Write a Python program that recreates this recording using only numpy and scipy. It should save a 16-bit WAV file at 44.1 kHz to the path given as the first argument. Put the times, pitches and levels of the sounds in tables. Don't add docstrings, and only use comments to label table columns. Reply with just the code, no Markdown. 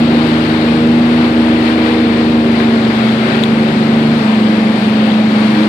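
import sys
import numpy as np
from scipy import signal
from scipy.fft import rfft, irfft, dct, next_fast_len
from scipy.io import wavfile
from scipy.ndimage import uniform_filter1d

SR = 44100
rng = np.random.default_rng(int(sys.argv[2]) if len(sys.argv) > 2 else 0)


def invert_db(level):
    return 10 ** (np.asarray(level, dtype=float) / 20)


def dump(signal):
    limited = np.clip(np.atleast_2d(signal).T, -1, 1)
    pcm = np.round(limited * 32767).astype(np.int16)
    wavfile.write(sys.argv[1], SR, pcm)


N = 250786
SIZE = next_fast_len(N)

# time in seconds, engine cycle rate in Hz, level of its ninth multiple in dB.
ENGINE_SPEED = [(0, 26.25, -11.5), (.22, 26.12, -11), (.4, 26.3, -15.5), (.65, 26.0, -12.5),
                (.85, 26.23, -10.5), (1.15, 26.61, -10.5), (1.45, 26.35, -11), (1.8, 26.4, -12.5),
                (2.25, 26.12, -11), (2.7, 25.45, -12.5), (3.05, 24.84, -12.5), (3.35, 25.12, -14),
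                (3.7, 24.97, -11.5), (4.15, 25.35, -11.5), (4.45, 24.35, -10.5), (4.75, 24.35, -11.5),
                (5.1, 24.13, -10.5), (5.69, 24.2, -11.5)]
FIRING_MULTIPLES = (6, 9, 12, 15)
# multiple of the cycle rate, level in dB (firing multiples: relative
# to the ninth's mean; others: relative to -15 dB).
FAST_OVERTONES = [(1, -58), (2, -45), (3, -16.5), (4, -18.5), (5, -20), (6, -10), (7, -31), (8, -14),
                  (9, 0.5), (10, -22), (11, -14.5), (12, -5.5), (13, -20), (14, -16), (15, -16), (16, -31),
                  (17, -20), (18, -18.5), (19, -28), (20, -22.5), (21, -23.5), (22, -23)]
# multiple of the cycle rate, level in dB (firing multiples: relative to
# the ninth's mean; others: relative to -15 dB).
SLOW_OVERTONES = [(1, -60), (2, -40), (3, -29), (4, -27), (5, -15), (6, -21), (7, -39), (8, -10), (9, 0.5),
                  (10, -10), (11, -28), (12, -21.5), (13, -12), (14, -37), (15, -24.5), (16, -34),
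                  (17, -27.5), (18, -21), (19, -36), (20, -29), (21, -34.5), (22, -21.5)]
# time in seconds, level change in dB, sag in Hz.
STUMBLES = [(1.29, -5.5, .4), (1.58, -2.5, .4), (1.88, -3.5, 0.048), (2.08, -2, 0.499), (2.93, -3, .2),
            (3.3, -3, 0.047), (3.76, -5, 0.493), (4.21, -2.5, 1.096), (4.8, -6, .5), (5.3, -1.5, 0.31),
            (5.55, -3.5, .3)]
# time in seconds, multiple of the cycle rate, half length in seconds, lift in dB.
WALL_ECHOES = [(0.16, 14, 0.052, 7.5), (0.78, 18, 0.13, 12), (2.2, 5, 0.5, 5), (.6, 4, 0.55, 3.5),
               (1.94, 18, 0.19, 12), (2.3, 18, 0.14, 7), (3.38, 18, 0.29, 8.5), (3.065, 5, 0.51, 6.5),
               (8, 13, 0.13, 5), (5.62, 13, .1, 8), (1.76, 6, 0.36, -15.5), (2.4, 6, 0.82, -5.5),
               (3.84, 6, 0.48, 8.5), (5.55, 6, 0.12, 5.5), (1.75, 12, 0.36, 2), (3.45, 12, 0.22, -6.5),
               (3.3, 12, .1, -9.5), (.05, 15, .12, -12.5), (1.15, 15, .15, -11), (2.65, 15, 0.3, 9),
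               (3.3, 15, 0.19, 11), (3.757, 15, .25, 9.5), (0.82, 5, 0.29, -10), (4.9, 14, .1, 10),
               (3.0, 14, .12, 6), (5.2, 12, 0.22, 2), (3.8, 8, .2, 6.5), (4.3, 13, .15, 2),
               (4.75, 8, .4, 4), (4.5, 10, .3, 3)]
# frequency in Hz, phase lag in radians.
PORT_LAG = [(0, .05), (260, .17), (430, .48), (700, .6), (1000, 1.15), (1300, 2.1), (1500, 3.4),
            (2000, 4.95), (2500, 6.4), (4200, 12.1), (16000, 12.5)]
# frequency in Hz, left level in dB per Hz, right level in dB per Hz.
RUSH_SPECTRUM = [(59, -21.5, -21.5), (117, -4, -6.5), (246, 5, 6.5), (417, -1.5, -0.3), (820, -3.5, -5.5),
                 (1030, -6, -10), (1750, -6, -12), (2320, -6, -21.5), (2740, -8.5, -31.5),
                 (4360, -12, -33.5), (6310, -33.5, -35.5), (9020, -32.5, -38.5), (11680, -43, -46),
                 (14300, -65.5, -38.5)]
# frequency in Hz, likeness from 0 to 1.
PORT_LIKENESS = [(40, .98), (290, .99), (430, .92), (600, .77), (800, .72), (1100, .28), (1350, .18),
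                 (1750, .3), (2000, .54), (2350, .46), (2800, .17), (4200, .15), (5500, .03)]
# time in seconds, half length in seconds, lift in dB.
SURGES = [(.4, 0.39, 0.6), (.9, .12, -1), (1.24, .04, 2.5), (1.68, 0.047, 2.5), (1.87, 0.044, 2),
          (2.2, 0.025, 1), (2.41, .1, -2.5), (2.6, 0.044, 2), (3.0, 0.13, 1), (3.33, 0.073, 2),
          (4.3, .2, 0.8), (4.75, 0.085, -0.5), (5.6, 0.14, 1.5)]
# time in seconds, peak level in dB, ring frequency in Hz.
DROPS = [(0.2992, -20, 3967), (2.85, -18, 3760), (3.0914, -14, 3297), (3.3094, -24, 3570),
         (3.3204, -22, 4150), (3.3804, -21, 2930), (3.4362, -4.5, 3760), (3.4413, -17, 3600),
         (3.6864, -21, 3300), (5.1014, -18, 3320), (5.1178, -16.5, 3792), (5.6337, -18, 3780)]
# time in seconds, peak level in dB, ring frequency in Hz.
DULL_SLAP = [
    (2.6023, -9, 1750),
]
# frequency in Hz, size of one step in dB.
CAMERA_STEP = [(4800, -60), (5800, -34), (9000, -34), (10200, -33.5), (11500, -33.5), (12500, -34.5),
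               (13200, -36), (14500, -37)]


def walk(rate):
    hold = int(SR / rate)
    held = np.repeat(rng.standard_normal(N // hold + 1), hold)
    return 1.28 * uniform_filter1d(uniform_filter1d(held, hold), hold)[:N]


def curves(table):
    s, *columns = np.transpose(table)
    return [np.interp(np.arange(N) / SR, s, column) for column in columns]


def bumps(rows, size=64):
    t = np.arange(N // size + 1) * size / SR
    lift_db = 0 * t
    for s, half, db in rows:
        lift_db = lift_db + db * np.exp(-((t - s) / half) ** 2)
    return np.repeat(lift_db, size)[:N]


def ring(hz, t60, size):
    t = np.arange(size) / SR
    return np.sin(2 * np.pi * hz * t) * np.exp(-np.log(1000) * t / t60)


def ports(spectrum, other, likeness, gains):
    lag = np.interp(np.fft.rfftfreq(SIZE, 1 / SR), *np.transpose(PORT_LAG))
    delayed = likeness * spectrum * np.exp(-1j * lag)
    right = delayed + np.sqrt(1 - likeness ** 2) * other
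    return np.array([spectrum, right]) * gains


def engine(scatter_db=1.5, slip=.015, turn=.3, spread=.16):
    stumble_s, recover_s = .03, .12
    boom_share = 0.21
    t = np.arange(N) / SR
    hz, ninth_db = curves(ENGINE_SPEED)
    ninth_db = ninth_db + bumps([(s, stumble_s, db) for s, db, _ in STUMBLES])
    sag_hz = sum(sag * (t > s) * np.exp(-np.abs(t - s) / recover_s) for s, _, sag in STUMBLES)
    hz = hz - uniform_filter1d(sag_hz, int(stumble_s * SR))
    cycle = 2 * np.pi * np.cumsum(hz) / SR
    slow = np.clip((26.0 - hz) / 1.6, 0, 1)
    timing = slip * walk(24)
    mean_db = ninth_db.mean()
    drone = 0
    for (k, fast_db), (_, slow_db) in zip(FAST_OVERTONES, SLOW_OVERTONES):
        overtone_db = fast_db + slow * (slow_db - fast_db)
        if k in FIRING_MULTIPLES:
            share = 1 if k == 9 else boom_share
            db = mean_db + share * (ninth_db - mean_db) + overtone_db + 0.87 * walk(21.91)
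        else:
            db = -15 + overtone_db + scatter_db * min((k / 9) ** 2, 1.6) * walk(5)
        db = db + bumps([(s, half, lift_db) for s, m, half, lift_db in WALL_ECHOES if round(m) == k])
        phase = k * (cycle + timing) - turn * k - spread * k ** 2 + 0.22 * walk(4.99)
        drone = drone + np.sqrt(2) * invert_db(db) * np.cos(phase)
    return drone, cycle


def rush(cycle):
    rush_db = -16.5
    hiss_share = 0.83
    hiss_octave, wall_top_octave = np.log2(5500), np.log2(10500)
    wall_s, wall_nears_s, wall_db = 2.7, .4, 1
    hz = np.fft.rfftfreq(SIZE, 1 / SR) + 1e-9
    knots, *levels = np.transpose(RUSH_SPECTRUM)
    port_db = [np.interp(np.log(hz), np.log(knots), level) for level in levels]
    likeness = np.interp(hz, *np.transpose(PORT_LIKENESS))
    field = ports(*rfft(rng.standard_normal((2, SIZE))), likeness, invert_db(port_db))
    octave = np.clip(np.log2(hz), 7.5, 14)
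    surge_db = bumps(SURGES)
    returned_db = wall_db * np.tanh((np.arange(N) / SR - wall_s) / wall_nears_s)
    shared = walk(9)
    out = 0
    for centre in np.arange(7.5, 14.1, .5):
        band = np.cos(np.pi * np.clip(octave - centre, -.5, .5)) ** 2
        wet = np.clip((centre - 8.0) / 2, 0, 1)
        flow_db = surge_db * (hiss_share if centre > hiss_octave else 1)
        db = wet * (flow_db + .5 * shared + 0.18 * np.cos(cycle)) + 0.55 * walk(8)
        db = db * np.array([[1], [.4 if 2 ** centre > 3000 else 1]])
        db[1] += returned_db * (hiss_octave < centre < wall_top_octave)
        out = out + invert_db(db) * irfft(field * band, SIZE)[:, :N]
    return out * invert_db(rush_db) / np.std(out)


def spray(rate=250, spread_db=3.5, spray_db=-52):
    sizes = invert_db(spread_db * rng.exponential(size=(2, N)))
    hits = (rng.random((2, N)) < rate / SR) * sizes
    tick = np.hanning(40) * (ring(8500, .004, size=40) + 2.3 * ring(3800, .004, size=40))
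    return signal.fftconvolve(hits, tick[None])[:, :N] * invert_db(spray_db + np.array([[0], [-12.]]))


def drops():
    size = 600
    out = np.zeros((2, N))
    t = np.arange(size) / SR - .0014
    swell = np.exp(-(t / np.where(t < 0, .0007, .0004)) ** 2)
    swell = swell + 0.21 * (t > 0) * np.exp(-np.abs(t) / 0.0024)
    edge = np.exp(-((t - .0002) / 0.00022) ** 2)
    bright = invert_db(-16) * ring(7300, .1, size) + invert_db(-25) * ring(10800, .1, size)
    bright = bright + invert_db(-37) * ring(14000, .1, size)
    for s, db, hz in DROPS + DULL_SLAP:
        sagging_t = t - 55 * (t + 0.0005) ** 2
        hit = swell ** (3600 / hz) * np.sin(2 * np.pi * hz * sagging_t)
        hit = hit + (hz / 3800) ** 2 * edge * bright
        i = int(s * SR)
        out[:, i:i + size] += invert_db(db + 6.5 + np.array([[0], [-22.]])) * hit
    return out


def scene():
    drone, cycle = engine()
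    drone = irfft(ports(rfft(drone, SIZE), 0, 0.98, 0.91), SIZE)[:, :N]
    return drone + rush(cycle) + spray() + drops()


def camera_rounding(x, hop=1024, offset=551):
    top_hz = 14580
    window = signal.windows.kaiser_bessel_derived(2 * hop, 4 * np.pi)
    starts = np.arange(0, N + 2 * hop, hop)
    padded = np.pad(x, ((0, 0), (2 * hop - offset, 4 * hop)))
    frames = padded[:, starts[:, None] + np.arange(2 * hop)] * window
    a, b, c, d = np.split(frames, 4, axis=2)
    folded = np.concatenate([-c[..., ::-1] - d, a - b[..., ::-1]], axis=2)
    lines = dct(folded, type=4, norm="ortho")
    hz = (np.arange(hop) + .5) * SR / (2 * hop)
    wander_db = 2.0 * np.repeat(rng.standard_normal((2, len(starts), hop // 32)), 32, axis=2)
    port_db = np.array([1.5, -1.5])[:, None, None]
    step = invert_db(np.interp(hz, *np.transpose(CAMERA_STEP)) + wander_db + port_db)
    rounded = np.sign(lines) * step * np.floor(np.abs(lines) / step + .4)
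    lines = np.where(hz < CAMERA_STEP[0][0], lines, rounded) * (hz < top_hz)
    u, v = np.split(dct(lines, type=4, norm="ortho"), 2, axis=2)
    frames = np.concatenate([v, -v[..., ::-1], -u[..., ::-1], -u], axis=2) * window
    out = frames[:, 1:, :hop] + frames[:, :-1, hop:]
    return out.reshape(2, -1)[:, hop - offset:][:, :N]


def low_pass(x):
    return signal.sosfilt(signal.butter(12, 15850, fs=SR, output="sos"), x)


def record(dry):
    bass_cut = signal.butter(4, 55, "highpass", fs=SR, output="sos")
    x = signal.sosfilt(bass_cut, dry)
    x = camera_rounding(np.tanh(0.72 * x) / 0.67)
    return low_pass(x)


dry = scene()
out = record(dry)
dump(out)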